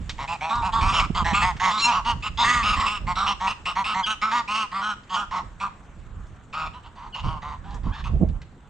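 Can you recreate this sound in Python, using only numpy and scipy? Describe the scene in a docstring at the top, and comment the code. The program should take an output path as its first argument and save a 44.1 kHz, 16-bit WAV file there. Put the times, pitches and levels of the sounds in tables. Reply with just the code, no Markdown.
"""Geese honk over one another as they run and flap across a muddy farmyard.
Each honk is a buzzing membrane plus breath, ringing through the windpipe and the open bill.
Now and then a bird breaks into a squeal, and a hen cackles faintly near the end.
Wind buffets the microphone, grit and cloth tick nearby, and a wall throws the calls back."""
import sys
import numpy as np
from scipy import signal
from scipy.fft import rfft, irfft
from scipy.io import wavfile
from scipy.ndimage import uniform_filter1d

SR = 44100
rng = np.random.default_rng(int(sys.argv[2]) if len(sys.argv) > 2 else 0)


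def wav_record(signal):
    """Record a signal, one row per channel, as 16-bit PCM in the file named by sys.argv[1]."""
    frames = np.transpose(np.atleast_2d(signal))
    bounded = np.clip(frames, -1, 1)
    # unit amplitude maps onto the largest positive 16-bit level
    quanta = np.round(bounded * 32767).astype(np.int16)
    wavfile.write(sys.argv[1], SR, quanta)


N = 383229

# Goose honks. Each row: start and length in seconds, level in dB, swell from early to late in dB,
# pitch in Hz, roughness from 0 to 1, throat ring in Hz, bill ring in Hz, bill level over throat in dB.
HONKS = [(0.179, 0.094, -34, 1, 139, 0.43, 1010, 2050, -9.5),
         (0.276, 0.094, -31.5, 3, 170, 0.31, 940, 2630, -8),
         (0.408, 0.15, -33, -2, 162.5, 0.25, 892, 2480, -10),
         (0.494, .17, -29, -5, 235.8, 0.31, 1040, 3740, -18.5),
         (0.621, 0.096, -27, 0, 185.9, 0.31, 964, 2520, -14.5),
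         (0.723, .11, -25, -2, 227.1, 0.32, 1060, 3550, -16.5),
         (0.81, 0.17, -26, -3.5, 191.6, 0.41, 1093, 2460, -12.5),
         (0.919, 0.11, -25.5, 1, 163.8, 0.44, 1203, 2870, -5.5),
         (0.996, 0.085, -29, -6, 194.5, 0.58, 1197, 2390, -10),
         (1.146, .1, -26, -2.5, 177.9, 0.52, 1106, 3200, -13.5),
         (1.245, 0.11, -28.5, -2, 166, 0.31, 910, 1840, -4),
         (1.33, 0.14, -25.5, -2, 203, 0.29, 1227, 2615, -7),
         (1.416, .12, -26, -2.5, 181, 0.14, 956, 2010, -7),
         (1.597, .13, -23.5, 3.5, 184.4, 0.31, 1017, 1980, -9),
         (1.694, .12, -28.5, -1, 211.8, 0.39, 1154, 3610, -9.5),
         (1.777, 0.075, -32, 3, 225, .3, 1070, 4000, 0),
         (1.84, 0.097, -22.5, 2, 238.3, 0.3, 947, 2590, -10.5),
         (1.908, .12, -25.5, -3, 180.3, .48, 1087, 2760, -13),
         (2.048, 0.099, -26, -0.5, 235.8, 0.3, 988, 2900, -9.5),
         (2.224, 0.075, -32.5, 5.5, 210, 0.47, 1170, 2710, -4.5),
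         (2.374, 0.093, -23.5, 3.5, 236.8, 0.41, 983, 3680, -8),
         (2.434, 0.21, -25, -1, 242, 0.33, 1206, 1980, -4),
         (2.629, 0.15, -26.5, -1.5, 207.9, 0.42, 1205, 2700, -6.5),
         (2.761, .14, -27, 0, 229.5, 0.85, 1093, 1980, -8.5),
         (2.86, .14, -33, -3.5, 207.2, 0.31, 1180, 2740, -3.5),
         (3.068, .08, -28.5, -1, 180.4, 0.31, 990, 2140, -13),
         (3.155, .14, -26.5, 0, 195.4, 0.49, 1264, 3830, -14),
         (3.264, 0.084, -26, .5, 195.7, 0.55, 1080, 2920, -7.5),
         (3.4, 0.11, -26.5, 1, 190, 0.3, 1024, 1950, -14),
         (3.469, 0.072, -30, -1, 212, 0.53, 1120, 2680, -3),
         (3.654, 0.092, -33, -3, 179, .55, 1180, 2790, -3.5),
         (3.754, 0.09, -26.5, -1, 194.5, 0.27, 1002, 1990, -11.5),
         (3.842, 0.12, -31, 0.5, 216, 0.47, 1238, 2790, -5),
         (3.942, 0.1, -27, -0.5, 189.9, .18, 994, 2050, -12),
         (4.06, 0.094, -29, -1.5, 216.7, 0.25, 1366, 2920, -3.5),
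         (4.215, 0.13, -28.5, -4.5, 217.6, 0.34, 1260, 2200, -11.5),
         (4.314, .12, -25.5, -1.5, 239.9, 0.27, 1025, 1790, -11.5),
         (4.477, .19, -29, 0, 216.8, 0.25, 1178, 2730, -6),
         (4.716, .13, -30.5, .5, 193.6, 0.31, 1158, 2000, -12),
         (4.81, .14, -29.5, 0, 212.1, 0.31, 1336, 3050, -12.5),
         (5.093, 0.089, -29.5, 9, 185.5, 0.29, 1036, 3100, -9.5),
         (5.15, .11, -30, -2, 204, 0.31, 1327, 3030, -14.5),
         (5.308, .12, -30.5, -.5, 182.2, 0.5, 1040, 2050, -13.5),
         (5.599, 0.099, -30.5, -2.5, 200.5, .45, 1124, 2530, -15.5),
         (6.528, .17, -33.5, -1.5, 160.6, 0.5, 1257, 2610, -10.5),
         (6.735, 0.08, -46, -5.5, 243.7, 0.34, 960, 3090, -13),
         (6.834, 0.064, -49, 5, 245.4, 0.7, 880, 2870, -9),
         (6.954, .15, -44.5, 2.5, 221, 0.72, 984, 2011, -15),
         (7.144, 0.085, -39.5, 0, 152.3, .7, 1025, 2800, -5.5),
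         (7.23, .18, -37, -4, 156, 0.4, 1075, 2990, -16.5),
         (7.418, 0.16, -38.5, -2, 149, 0.42, 1050, 2000, -16),
         (7.639, .16, -46, 0.5, 201, 0.44, 906, 1640, -10),
         (7.833, .11, -44, 0, 201, 0.84, 1040, 2000, -17),
         (7.931, 0.1, -45.5, 3, 167.6, 0.73, 1140, 1700, -3),
         (8.039, 0.07, -38.5, -0.5, 185.8, 0.61, 1150, 2700, -10.5)]
# Three squeals, a list each, and the hen's cackle. Each row: time in seconds, pitch in Hz, level in dB.
SQUEALS = [
    [(1.815, 1385, -24.5), (1.857, 1373, -14.5), (1.89, 1380, -41)],
    [(4.028, 1670, -35), (4.045, 1630, -18), (4.07, 1606, -41)],
    [(7.122, 1520, -49), (7.15, 1444, -28), (7.18, 1480, -50)],
]
CACKLE = [(7.9, 766, -81), (7.925, 827, -48), (7.96, 879, -48), (8.0, 926, -57), (8.02, 900, -60)]
# The tones (partials) in those calls. Each row: multiple of the pitch, level in dB.
SQUEAL_PARTIALS = [(1, -24.5), (2, -7), (3, -11.5), (4, -17), (5, -17), (6, -24), (7, -18), (8, -54),
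                   (9, -41)]
CACKLE_PARTIALS = [(1, -2), (2, -2.5), (3, -11), (4, -5), (5, -31)]
# One row per squeal: tremble as a share of the pitch, dB added per partial above the second.
SQUEAL_MANNER = [(.006, 0), (.035, -12), (.035, -12)]
# Ticks of grit and cloth. Each row: start in seconds, level in dB, centre in Hz.
TICKS = [(0.0936, -17.5, 3270), (0.5548, -28, 3770), (1.567, -30, 2230), (5.034, -46, 3180),
         (6.268, -53, 6400), (7.707, -40, 2980), (7.7433, -38, 6700), (8.288, -41.5, 2500),
         (8.417, -36, 2250)]
# How long the echo lasts. Each row: frequency in Hz, seconds to fade by 60 dB.
ECHO_FADE = [(500, 0.33), (1200, 0.31), (3000, 0.42), (8000, 0.39)]
# Wind on the microphone. Each row: time in seconds, rumble level in dB.
WIND_LEVELS = [(0.0, -35.5), (0.51, -53), (0.58, -29.5), (0.7, -41.5), (0.8, -28.5), (1.57, -38.5),
               (1.72, -53.5), (2.2, -35), (2.22, -39.5), (2.78, -33.5), (2.88, -48.5), (3.05, -32.5),
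               (3.32, -47.5), (5.03, -62), (5.49, -43.5), (5.74, -56.5), (6.12, -41.5), (6.58, -52),
               (6.68, -41), (6.75, -52), (7.19, -51.5), (7.26, -22.5), (7.45, -49), (7.89, -29),
               (7.96, -40.5), (8.15, -22), (8.2, -23), (8.28, -24), (8.54, -58), (8.69, -54)]
# Sharp buffets of wind. Each row: time of the peak in seconds, level in dB, half length in seconds.
BUFFETS = [(1.106, -26.5, 0.005), (1.227, -33, 0.0064), (1.332, -33, 0.0075), (2.7, -43, 0.014),
           (2.782, -43.5, .017), (7.283, -46, 0.028), (7.874, -38, 0.014), (8.149, -35.5, 0.017),
           (8.231, -19.5, 0.02)]
# The tone of the wind's rumble, its flutter and the far hiss. Each row: frequency in Hz, level in dB.
RUMBLE_TONE = [(14, -31), (28, 2.5), (45, 0.5), (80, -2), (130, -10), (200, -18), (300, -44.5),
               (900, -92.5)]
FLUTTER_TONE = [(90, -33.5), (160, 4), (260, -6), (400, -15.5), (700, -21), (1100, -41.5), (2500, -88)]
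HISS_TONE = [(100, -4.5), (150, -2.5), (300, -12.5), (600, -17), (1200, -13.5), (2200, -23), (3600, -29),
             (5000, -38.5), (7800, -30), (12000, -43)]
# How alike the hiss is left and right. Each row: frequency in Hz, likeness from 0 to 1.
HISS_LIKENESS = [(250, 1), (1000, 0.72), (4000, 0.6)]
# The microphone's two openings sit a little apart. Each row: frequency in Hz, left's lead in radians.
LEFT_LEAD = [(300, 0), (1100, -.25), (3100, -.8), (5000, -.3), (9200, 0)]
# The microphone's tone. Each row: frequency in Hz, gain in dB.
MICROPHONE_TONE = [(7500, 3.5), (8600, -3), (9500, -19), (11500, -18.5), (13000, -13)]

RASP_DB, RASP_PER_BILL_DB, RASP_PER_LEVEL_DB, LOUD_CALL_DB = -13, 0.93, 0.32, -27
RANDOM_SLIDE, END_DROP = .012, .05  # shares of the pitch; it drops as the breath runs out
ECHO_NEAR_DB, ECHO_FAR_DB = -16, -7.5  # the echo's share grows as the birds run off
HISS_DB, TREBLE_LIMIT_HZ = -52.5, 14800


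def honk(length, level_db, swell_db, pitch_hz, rough, throat_hz, bill_hz, bill_db):
    """A buzzing membrane and puffs of breath ring through the windpipe and bill, with a raspy top."""
    n = int(length * SR)
    progress = np.arange(n) / n
    effort = .16 - (2 * progress - 1) ** 2  # rises, then sags
    late = (progress - .5) / .4  # negative early in the call, positive late
    jitter = .12 * rough ** 2 * drift(n, .003) + .005 * drift(n, .02)
    glide = RANDOM_SLIDE * rng.standard_normal() * late - END_DROP * progress ** 5
    hz = pitch_hz * (1 + glide) * (1 + 0.0798 * effort) * (1 + jitter)
    cycles = np.cumsum(hz) / SR + rng.random()
    multiples = np.arange(2, 45)[:, None]
    phases = 2 * np.pi * multiples * cycles + .9 * rng.standard_normal(multiples.shape)
    partials = np.exp(1j * phases) * gain_of(1.5 * drift(n, .004))
    breath = (0.36 + np.exp(-(cycles % 1) / .5)) * rng.standard_normal(n)  # one puff per cycle
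    mouth = 1 + .08 * effort + .025 * drift(n, .03)  # the bill opens and shuts, moving the peaks
    detune = rng.uniform(0.858, 1.122, 9)

    def voiced(breath_share, peaks, breath_band):
        """Partials ring at the moving peaks; breath fills the peaks and a wider band."""
        buzz = (partials * peaks(multiples * hz / mouth)).real.sum(0)
        air = filtered(breath, lambda f: peaks(f) + breath_band(f))
        return np.sqrt(1 - breath_share) * unit_level(buzz) + np.sqrt(breath_share) * unit_level(air)

    def throat_peaks(f):
        """The windpipe's main ring; deeper birds reach lower."""
        band = 1 / (1 + (3.79 * pitch_hz / (f + 1)) ** 8) / (1 + (f / 1550) ** 8)
        return band * (ring(f, throat_hz, 280) + 0.34 * ring(f, 1100, 800))

    def overtones(f, numbers):
        """The windpipe's higher rings."""
        return sum((-1) ** j * ring(f, j * throat_hz * detune[j], 110 * j) / j for j in numbers)

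    def bill_peaks(f):
        """A shrill call rings hard at the bill; a dull one spreads over the overtones."""
        return 1.5 * gain_of(bill_db / 2) * ring(f, bill_hz, 400) + .7 * overtones(f, (2, 3, 4))

    throat = voiced(rough ** 2, throat_peaks, lambda f: 0.086 * ring(f, 1000, 600))
    bill = voiced(rough ** 1.1, bill_peaks, lambda f: .6 * ring(f, 2900, 2400))
    rasp = voiced(rough ** 0.1, lambda f: overtones(f, (5, 6, 7, 8)),
                  lambda f: 0.017 * ring(f, 4700, 3100))
    # The rasp grows with a shrill bill; faint, far calls lose it.
    rasp_db = RASP_DB + RASP_PER_BILL_DB * bill_db + RASP_PER_LEVEL_DB * min(level_db - LOUD_CALL_DB, 0)
    chest = gain_of(-17.5) * np.sin(2 * np.pi * cycles)  # the lowest tone leaves through the body
    t, remaining = progress * length, (1 - progress) * length
    low = (throat + chest) * np.clip(t / 0.016, 0, 1) * np.clip(remaining / 0.031, 0, 1)
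    treble = gain_of(bill_db) * bill + gain_of(rasp_db + 3.6 * effort) * rasp
    treble *= gain_of(2.07 * drift(n, 0.018) + 3 * (1 - progress))
    treble *= np.clip(t / 0.00084, 0, 1) * np.clip(remaining / 0.034, 0, 1)  # starts and fades first
    return (low + treble) * np.sin(np.pi * progress) ** 0.19 * gain_of(level_db + swell_db * late)


def squeal(curve, partials, tremble, tilt_db=0):
    """A squeal or cackle: a few clean partials on one gliding, trembling pitch."""
    times, hz, level_db = np.transpose(curve)
    t = np.arange(times[0], times[-1], 1 / SR)
    pitch_hz = np.interp(t, times, hz) * (1 + tremble * drift(len(t), 0.0032))
    cycles = np.cumsum(pitch_hz) / SR
    tone = sum(gain_of(db + tilt_db * max(k - 2, 0)) * np.sin(2 * np.pi * k * cycles + k * k)
               for k, db in partials)
    return np.sqrt(2) * tone * gain_of(np.interp(t, times, level_db)) * signal.windows.tukey(len(t), .2)


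def flock():
    """All the birds' calls, with the honks a little to the right."""
    mix = np.zeros((2, N))
    for start, *call in HONKS:
        add(mix, start, honk(*call), left_db=rng.normal(-1.5, .6))
    for curve, manner in zip(SQUEALS, SQUEAL_MANNER):
        add(mix, curve[0][0], squeal(curve, SQUEAL_PARTIALS, *manner), left_db=0.5)
    add(mix, CACKLE[0][0], squeal(CACKLE, CACKLE_PARTIALS, tremble=0.039), left_db=-0.8)
    return mix


def ticks():
    """Grit and cloth tick: short bursts of noise that die quickly."""
    mix, t = np.zeros((2, N)), np.arange(4000) / SR
    for start, db, centre_hz in TICKS:
        burst = unit_level(filtered(rng.standard_normal(len(t)), lambda f: ring(f, centre_hz, 4200)))
        envelope = gain_of(db - 12.5 - 60 * t / 0.084) * (1 - np.exp(-t / 0.00028))
        add(mix, start, burst * envelope, left_db=-.8)
    return mix


def echo(sound):
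    """Wall and hillside throw the sound back as many small, fading copies."""
    bounces = np.zeros((2, SR // 2))
    delays = np.arange(400, SR // 2 - 20, 20) + rng.integers(0, 20, (2, (SR // 2 - 401) // 20))
    np.put_along_axis(bounces, delays, rng.choice([-1., 1.], delays.shape), 1)
    hz, t, spectrum = signal.stft(bounces, SR, nperseg=256)
    fade = gain_of(-60 * t / look_up(ECHO_FADE, hz)[:, None])
    tail = signal.istft(spectrum * fade, SR, nperseg=256)[1]
    return signal.fftconvolve(sound.mean(0)[None], tail / np.linalg.norm(tail[0]), axes=1)[:, :N]


def wind():
    """Lumpy pressure swings rumble on the microphone; a faster flutter leaps up in lumps and buffets."""
    t, lumps = np.arange(N) / SR, drift(N, .02)
    level_db = np.interp(t, *np.transpose(WIND_LEVELS))
    shared, per_side = rng.standard_normal((2, N)), rng.standard_normal((2, 2, N))
    noise = (shared[:, None] + 0.34 * per_side) * gain_of([[-2.6], [2.6]])  # stronger on the right
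    rumble = unit_level(filtered(noise[0], lambda f: gain_of(look_up(RUMBLE_TONE, f))))
    rumble *= gain_of(level_db + 1.1 * lumps + 1.54 * drift(N, 0.052))
    flutter = unit_level(filtered(noise[1], lambda f: gain_of(look_up(FLUTTER_TONE, f))))
    flutter *= gain_of([[-1.5], [1.5]])
    buffets = sum(gain_of(db) * np.exp(-((t - peak) / half) ** 2) for peak, db, half in BUFFETS)
    return rumble + (gain_of(level_db - 17.5 + 4.5 * lumps) + buffets) * flutter


def far_hiss():
    """Wind hisses over the far hills in drifting patches, with a rustle on top."""
    frames, hz = N // 128 + 5, np.fft.rfftfreq(512, 1 / SR)
    a, b, c, d, patches = rng.standard_normal((frames, 257, 5)).T
    patches = unit_level(uniform_filter1d(uniform_filter1d(patches, 10, 0), 20, 1))
    likeness = look_up(HISS_LIKENESS, hz)[:, None]
    left = a + 1j * b
    right = likeness * left + np.sqrt(1 - likeness ** 2) * (c + 1j * d)
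    # Scurrying feet and wings draw away; cloth and grit flicker in the treble.
    receding = np.outer(np.clip(hz / 3000, 0, 1), np.linspace(6.0, -5.0, frames))
    rustle = np.outer(np.clip(hz / 7000, 0, 1), drift(N, 0.0068)[np.arange(frames) * 127])
    shape_db = look_up(HISS_TONE, hz)[:, None] + 2.0 * patches + 1.6 * rustle + receding
    hiss = signal.istft(np.array([left, right]) * gain_of(shape_db), nperseg=512, noverlap=384)[1]
    return gain_of(HISS_DB) * unit_level(hiss[:, :N])


def gain_of(db):
    """Turns dB into a multiplier."""
    return 10 ** (np.asarray(db) / 20)


def unit_level(x):
    """Scales a signal to an average (rms) level of 1."""
    return x / np.sqrt(np.mean(x ** 2) + 1e-20)


def look_up(table, hz):
    """Reads between the rows of a frequency table."""
    f, value = np.transpose(table)
    return np.interp(np.log(hz + 1), np.log(f + 1), value)


def add(mix, start, sound, left_db):
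    """Lays a sound into both channels, louder on the left by left_db."""
    part = mix[:, round(start * SR):][:, :len(sound)]
    part += gain_of([[left_db / 2], [-left_db / 2]]) * sound[:part.shape[1]]


def filtered(x, response):
    """Filters by a function of frequency."""
    n = x.shape[-1]
    return irfft(rfft(x) * response(np.fft.rfftfreq(n, 1 / SR)), n)


def drift(n, seconds):
    """A random wander that changes over the given time."""
    width = int(seconds * SR)
    return unit_level(uniform_filter1d(uniform_filter1d(rng.standard_normal(n), width), width))


def ring(hz, centre_hz, width_hz):
    """A steep resonance: favours frequencies near its centre."""
    return 1 / (1 + 2j * (hz - centre_hz) / width_hz) ** 2


def scene():
    """Birds and ticks with their echo, over wind and far hiss."""
    near = filtered(flock() + ticks(), lambda f: np.exp(.5j * np.outer([1, -1], look_up(LEFT_LEAD, f))))
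    echo_share = gain_of(np.linspace(ECHO_NEAR_DB, ECHO_FAR_DB, N))
    return near + echo(near * echo_share) + wind() + far_hiss()


def record(dry):
    """The microphone dulls the sound above the rasp, and the highest treble is cut off."""
    coloured = filtered(dry, lambda f: gain_of(look_up(MICROPHONE_TONE, f)))
    low_pass = signal.firwin(511, TREBLE_LIMIT_HZ, window=("kaiser", 9), fs=SR)
    return signal.oaconvolve(coloured, low_pass[None], "same")


dry = scene()
out = record(dry)
wav_record(out)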